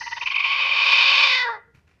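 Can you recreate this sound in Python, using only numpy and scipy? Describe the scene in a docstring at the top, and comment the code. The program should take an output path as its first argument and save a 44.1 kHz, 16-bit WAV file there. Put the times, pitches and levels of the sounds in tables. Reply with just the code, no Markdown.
"""A hen on a straw nest in a cardboard box gives one long warning growl, close by.
It starts as a stutter of pulses from the syrinx, over a hiss of shaped noise and a thin whistle.
The syllables fuse into a harsh rasp of uneven pulses and noise puffs, full of tiny gliding tones.
The rasp then clears and falls in pitch as the beak closes, cracking into half-order partials.
Straw stirs faintly afterwards, as crackles and thuds of filtered noise over a quiet background."""
import sys
import numpy as np
from scipy import signal
from scipy.fft import rfft, irfft
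from scipy.io import wavfile

SR = 44100
rng = np.random.default_rng(int(sys.argv[2]) if len(sys.argv) > 2 else 0)


def master(y):
    """Save y as 16-bit WAV."""
    cut = np.clip(np.atleast_2d(y).T, -1, 1)
    pcm = np.round(cut * 32767)  # scale
    wavfile.write(sys.argv[1], SR, pcm.astype(np.int16))


N = 88200
T = np.arange(N) / SR  # time [s]
HZ = np.fft.rfftfreq(2 * N, 1 / SR)  # frequencies of the zero-padded spectrum [Hz]


def amp(db):
    """Level law: decibels to amplitude gain."""
    return 10 ** (np.asarray(db) / 20)


def unit(x):
    """Normalisation to an rms of 1."""
    return x / np.sqrt(np.mean(x ** 2) + 1e-20)


def curve(rows, axis=1):
    """Linear interpolation of one column of a time table at every sample."""
    rows = np.array(rows, float)
    return np.interp(T, rows[:, 0], rows[:, axis])


def at_hz(rows, hz):
    """Interpolation of a spectrum table on a log-frequency axis."""
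    table_hz, value = np.transpose(rows)
    return np.interp(np.log(hz + 1), np.log(table_hz), value)


def filtered(x, gain):
    """Linear filtering: multiplication by a frequency response."""
    return irfft(rfft(x, 2 * N) * gain)[:N]


def coloured(x, rows):
    """Minimum-phase filtering: the phase follows from the log gain; output rms 1."""
    log_gain = np.log(amp(at_hz(rows, HZ)))
    circle = np.concatenate([log_gain, log_gain[-2:0:-1]])
    response = np.exp(np.conj(signal.hilbert(circle)))[:N + 1]
    return unit(filtered(x, response))


def wobble(rate_hz):
    """Low-passed random motion with a Gaussian spectrum, rms 1."""
    return unit(filtered(rng.standard_normal(N), np.exp(-(HZ / rate_hz) ** 2)))


# pitch of the voice before sag and jitter: (time [s], frequency [Hz])
PITCH = [(0, 496.7), (.18, 504.8), (.4, 550.1), (1.2, 551.8), (1.33, 517), (1.42, 497.4), (1.47, 466.9),
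         (1.51, 463.3), (1.57, 420)]
# harshness of the voice: (time [s], roughness [0-1])
ROUGHNESS = [(0, .5), (.9, .72), (1.28, 0.61), (1.34, .34), (1.415, 0.3), (1.445, 0.2), (1.51, 0.24),
             (1.55, 0.42)]
# at first the membranes close twice a cycle, so odd harmonics are weak: (time [s], strength [0-1])
ODD_STRENGTH = [(0, 0), (.6, 0.25), (1.36, 0.99)]
SYLLABLE_SAG = .08  # largest fall of pitch, as a fraction
JITTER, SHIMMER, WANDER_HZ = .14, .15, 424  # pitch and log-level unsteadiness at full roughness
RASP_HZ, RASP_DB = 88.1, 1.47  # random level flutter at full roughness
PUFF_SHARE, PUFF_CYCLES, PUFF_ABOVE_HZ = 1, 1., 210  # power share at full roughness, decay, high-pass
# as the rasp clears, the squeal locks onto the fourth harmonic
LOCK_S, LOCK_LENGTH_S, LOCK_GAIN = 1.376, 0.05, 0.77


def syrinx():
    """Self-oscillation: uneven membrane pulses, each with a puff of turbulent air."""
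    rough = np.clip(curve(ROUGHNESS), 0, 1)
    # the pitch sags in every syllable
    sag = SYLLABLE_SAG * opening() * np.clip(1 - (T / FUSED_S) ** 2, 0, 1)
    hz = curve(PITCH) * (1 - sag)
    turns = np.cumsum(hz * (1 + JITTER * rough * wobble(WANDER_HZ))) / SR

    orders = np.arange(1, 30)
    harmonics = np.cos(2 * np.pi * orders[:, None] * turns)
    even = unit(harmonics[1::2].sum(0))
    odd = unit(harmonics[::2].sum(0))
    pulses = (even + curve(ODD_STRENGTH) * odd) / np.hypot(1, curve(ODD_STRENGTH))
    lock_swell = np.exp(-.5 * ((T - LOCK_S) / LOCK_LENGTH_S) ** 2)
    locked = LOCK_GAIN * lock_swell * harmonics[3]
    pulses = (pulses + locked) * np.exp(SHIMMER * rough * wobble(WANDER_HZ))

    turbulence = filtered(rng.standard_normal(N), HZ / np.hypot(HZ, PUFF_ABOVE_HZ))
    puffs = np.exp(-(turns % 1) / PUFF_CYCLES) * turbulence
    share = np.clip(PUFF_SHARE * rough ** 2, 0, 1)
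    strength = amp(RASP_DB * rough * wobble(RASP_HZ))
    return (np.sqrt(1 - share) * unit(pulses) + np.sqrt(share) * unit(puffs)) * strength


# opening syllables: middle [s]
SYLLABLES = [.022, .074, .126, .177, .227, .276, .319, .361, .404]
SYLLABLE_S, EDGE_S, FUSED_S = .021, 0.0098, .435  # syllable length, half-width of an edge, fusion


def opening():
    """Valve action: the syrinx opens once per syllable, then stays open (0-1)."""
    inside = np.max([SYLLABLE_S / 2 - abs(T - s) for s in SYLLABLES] + [T - FUSED_S], axis=0)
    return .5 + .5 * np.sin(np.pi / 2 * np.clip(inside / EDGE_S, -1, 1))


GAP_DB, GAP_RISE_DB_PER_S = -33, 61.5
END_S, RELEASE_S = 1.57, .07


def airflow():
    """Amplitude modulation: gaps leak more and more; the call ends in a short release."""
    leak = amp(np.minimum(GAP_DB + GAP_RISE_DB_PER_S * T, 0))
    release = np.clip(1 - (T - END_S) / RELEASE_S, 0, 1)
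    return np.maximum(opening(), leak) * release


SMEAR_S, SMEAR_WIDTH_HZ = 0.001, 260  # spread of the delays, spacing in frequency


def smeared(x):
    """Dispersion: reflections off close walls delay each frequency slightly differently."""
    delays = SMEAR_S * rng.standard_normal(200)
    delay = np.interp(HZ, np.arange(len(delays)) * SMEAR_WIDTH_HZ, delays)
    # phase is the running sum of group delay
    return filtered(x, np.exp(-2j * np.pi * np.cumsum(delay) * HZ[1]))


# colour of throat, beak and nest: (frequency [Hz], relative level [dB])
THROAT = [(200, -63), (360, -42.5), (460, -29), (760, -20.5), (930, -6), (1020, -13.5), (1110, -3.5),
          (1300, -17.5), (1440, -10), (1850, -15), (2020, -8), (2150, -12), (2300, -2), (2530, 1),
          (2820, -7.5), (3000, -1), (3370, -15), (3480, -6.5), (3700, -4.5), (4050, -18), (4420, -9),
          (4580, -18.5), (4800, -8), (5000, -25), (5320, -17), (5700, -30), (6300, -33), (7800, -52),
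          (9400, -51.5), (10400, -73.5), (11400, -57), (12300, -69)]
# crossovers between the four voice bands: frequency [Hz]
BAND_EDGES_HZ = [701, 2060, 3326]
# constant offset of each voice band: level [dB]
BAND_TRIM_DB = [1.5, -1.13, -2.5, -1.25]
# voice bands before their offsets:
# (time [s], fundamental level [dB], body level [dB], ring level [dB], treble level [dB])
BAND_LEVELS = [(0, -59, -31, -37, -60), (.17, -54, -30.5, -32.5, -39.5), (.32, -58, -30.5, -20.5, -34),
               (.7, -48.5, -29.5, -20, -31), (.92, -50, -25.5, -16, -22), (1.24, -48, -23.5, -16, -20),
               (1.35, -50, -28.5, -22, -22.5), (1.425, -55, -26.5, -33.5, -29),
               (1.455, -43.5, -25.5, -40, -39.5), (1.5, -41, -27, -49, -47.5),
               (1.55, -48.5, -29.5, -65, -53.5), (1.6, -55.5, -54.5, -73.5, -75.5)]


def growl():
    """Source and filter: pulses ring the throat; four bands swell and fade with the beak."""
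    voice = smeared(coloured(syrinx(), THROAT))
    crossovers = [.5 - .5 * np.tanh((HZ - edge) / 70) for edge in BAND_EDGES_HZ]
    below = [0] + crossovers + [1]
    out = np.zeros(N)
    for k, trim_db in enumerate(BAND_TRIM_DB):
        band = unit(filtered(voice, below[k + 1] - below[k]))
        level_db = curve(BAND_LEVELS, axis=k + 1)
        out += band * amp(level_db + trim_db)
    return out * airflow()


# partials between the harmonics:
# (middle [s], Gaussian length [s], multiple of the pitch [1], level [dB])
CRACKS = [(1.495, 0.0048, 2.5, -26.5), (1.479, 0.0078, 3.5, -26)]


def cracks():
    """Period doubling: the membranes briefly slip to half-order partials as the call falls."""
    turns = np.cumsum(curve(PITCH)) / SR
    out = np.zeros(N)
    for s, length, multiple, level_db in CRACKS:
        swell = np.exp(-.5 * ((T - s) / length) ** 2)
        out += np.sqrt(2) * amp(level_db) * swell * np.sin(2 * np.pi * multiple * turns)
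    return out


SQUEAL_S, SQUEAL_FALL_HZ_PER_S = 0.0029, 60000  # at size 1 and steepness 1
SQUEAL_HZ, SQUEAL_JITTER = 2478, .02


def squeal(waver, s, level_db, hz=SQUEAL_HZ, size=1, steepness=1):
    """Frequency modulation: a few milliseconds of unsteady tone sliding in pitch."""
    near = abs(T - s) < .02
    t, out = T[near] - s, np.zeros(N)
    turns = hz * t - steepness * SQUEAL_FALL_HZ_PER_S * t ** 2 / 2
    turns += np.cumsum(SQUEAL_JITTER * hz * waver[near]) / SR
    swell = np.exp(-.5 * (t / (size * SQUEAL_S)) ** 2)
    out[near] = np.sqrt(2) * amp(level_db) * swell * np.sin(2 * np.pi * turns)
    return out


# distinct squeals of the second sound source in the syrinx: (middle [s], level [dB])
SQUEALS = [(.216, -23), (.263, -19.5), (.276, -19.5), (.305, -20.5), (.347, -19.5), (.365, -16),
           (.384, -18), (.409, -21), (.447, -16.5), (.464, -25.5), (.533, -17)]
# crowd of squeals: mean rate, pitch range either way, level against the ring band, end
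SQUEALS_PER_S, SQUEAL_SPREAD_HZ, SQUEAL_DB, SQUEALS_END_S = 80, 70, -3.5, 1.33


def squeals():
    """Second oscillator: distinct squeals, then a random flatter crowd that follows the ring."""
    gap, loud, high, size, steep = rng.random((200, 5)).T
    times = FUSED_S + np.cumsum(.5 + gap) / SQUEALS_PER_S
    ring_db = np.interp(times, T, curve(BAND_LEVELS, axis=3))
    level_db = ring_db + SQUEAL_DB + 2 * (2 * loud - 1)
    hz = SQUEAL_HZ + SQUEAL_SPREAD_HZ * (2 * high - 1)
    # slopes of either sign, so some of the crowd rise
    crowd = zip(times, level_db, hz, .5 + 1.5 * size, .5 * (steep - .5))
    rows = list(SQUEALS) + [row for row in crowd if row[0] < SQUEALS_END_S]
    waver = wobble(WANDER_HZ)
    return sum(squeal(waver, *row) for row in rows)


# thin whistle that carries on between the syllables, before sag, swell and flutter:
# (time [s], frequency [Hz], level [dB])
WHISTLE = [(0, 1974, -50.5), (.13, 1996, -49), (.25, 2088, -51), (.29, 2960, -70), (.338, 2863, -40.5),
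           (.372, 2237, -32), (.43, 2305, -31), (.52, 2220, -120)]
WHISTLE_WAVER, WHISTLE_SAG = 0.027, .05  # fractions of the pitch
WHISTLE_OPEN_DB, WHISTLE_LAG_S = 16, 0.0045  # swell that follows each opening
WHISTLE_FLUTTER_DB = 6  # with the syrinx open; twice this when shut; fades until fusion
# colour of the hiss through the open beak: (frequency [Hz], relative level [dB])
HISS = [(3300, -18.5), (4400, 3.5), (6400, 0), (6650, -28), (14000, -39.5)]
# strength of the hiss: (time [s], level [dB])
HISS_LEVEL = [(0, -42), (.3, -50.5), (.7, -100)]


def wheeze():
    """Turbulence and a whistle tone: both are heard before the growl takes hold."""
    waver = 1 + WHISTLE_WAVER * wobble(rate_hz=202)
    hz = curve(WHISTLE) * (1 - WHISTLE_SAG * opening()) * waver
    turns = np.cumsum(hz) / SR
    fade = np.clip(1 - T / FUSED_S, 0, 1)
    swell_db = WHISTLE_OPEN_DB * np.interp(T - WHISTLE_LAG_S, T, opening()) * fade
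    flutter_db = WHISTLE_FLUTTER_DB * (2 - opening()) * fade * wobble(RASP_HZ)
    level_db = curve(WHISTLE, axis=2) + swell_db + flutter_db
    whistle = np.sqrt(2) * np.sin(2 * np.pi * turns) * amp(level_db)
    hiss = coloured(rng.standard_normal(N), HISS) * amp(curve(HISS_LEVEL))
    return whistle + hiss


# reverberation: (frequency [Hz], 60 dB decay time [s])
ROOM_T60 = [(460, 0.61), (750, 0.24), (2000, 0.43), (5000, 0.13)]
BOX_HZ, BOX_T60_S, BOX_DB = 1407, 0.49, -17.5  # one resonance of the box, level against the tail


def room(x):
    """Reverberation: noise decays at its own speed in each band, and one box resonance rings."""
    hz, t, z = signal.stft(rng.standard_normal(SR // 2), SR, nperseg=256)
    decay = np.exp(-np.log(1000) * t / at_hz(ROOM_T60, hz)[:, None])
    tail = signal.istft(z * decay, SR, nperseg=256)[1]
    ring = np.sin(2 * np.pi * BOX_HZ * T) * np.exp(-np.log(1000) * T / BOX_T60_S)
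    ring = ring[:len(tail)]
    response = tail / np.linalg.norm(tail) + amp(BOX_DB) * ring / np.linalg.norm(ring)
    return signal.fftconvolve(x, response)[:N]


# stirrings in the straw, levels before the envelope:
# (start [s], decay constant [s], crackle level [dB], thud level [dB])
STIRS = [(1.739, 0.051, -57.5, -50), (1.867, 0.1, -63.5, -67.5)]
# colour of the crackles: (frequency [Hz], relative level [dB])
STRAW = [(300, 0), (2450, 10.5), (3300, -2.5), (5500, -4), (14000, -29)]
# colour of the thud: (frequency [Hz], relative level [dB])
THUD = [(30, -15), (120, 4), (700, -47)]
CRACKLES_PER_S, STIR_RISE_S = 4400, 0.013


def straw():
    """Random impulses: soft crackles and a dull noise thud each time the bedding shifts."""
    impulses = rng.standard_normal(N) * (rng.random(N) < CRACKLES_PER_S / SR)
    crackle = coloured(impulses, STRAW)
    thud = coloured(rng.standard_normal(N), THUD)
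    out = np.zeros(N)
    for s, length, crackle_db, thud_db in STIRS:
        envelope = np.clip((T - s) / STIR_RISE_S, 0, 1) * np.exp(-abs(T - s) / length)
        out += envelope * (amp(crackle_db) * crackle + amp(thud_db) * thud)
    return out


# colour of the quiet background: (frequency [Hz], relative level [dB])
FLOOR = [(40, -20), (68, 2), (260, -15.5), (2000, -30.5), (14000, -50.5)]
FLOOR_DB = -63


def background():
    """Stationary noise: a steady, quiet floor with a shaped spectrum."""
    return amp(FLOOR_DB) * coloured(rng.standard_normal(N), FLOOR)


ROOM_DB = -16.5


def scene():
    """Superposition: the hen, her reverberation, the straw and the background add."""
    hen = growl() + cracks() + squeals() + wheeze()
    return (hen + amp(ROOM_DB) * room(hen) + straw() + background())[None]


CUTOFF_HZ = 14200


def record(dry):
    """Band limiting: a linear-phase low-pass filter removes the highest treble."""
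    lowpass = signal.firwin(511, CUTOFF_HZ, window=("kaiser", 9), fs=SR)
    return signal.oaconvolve(dry, lowpass[None], "same")


dry = scene()
out = record(dry)
master(out)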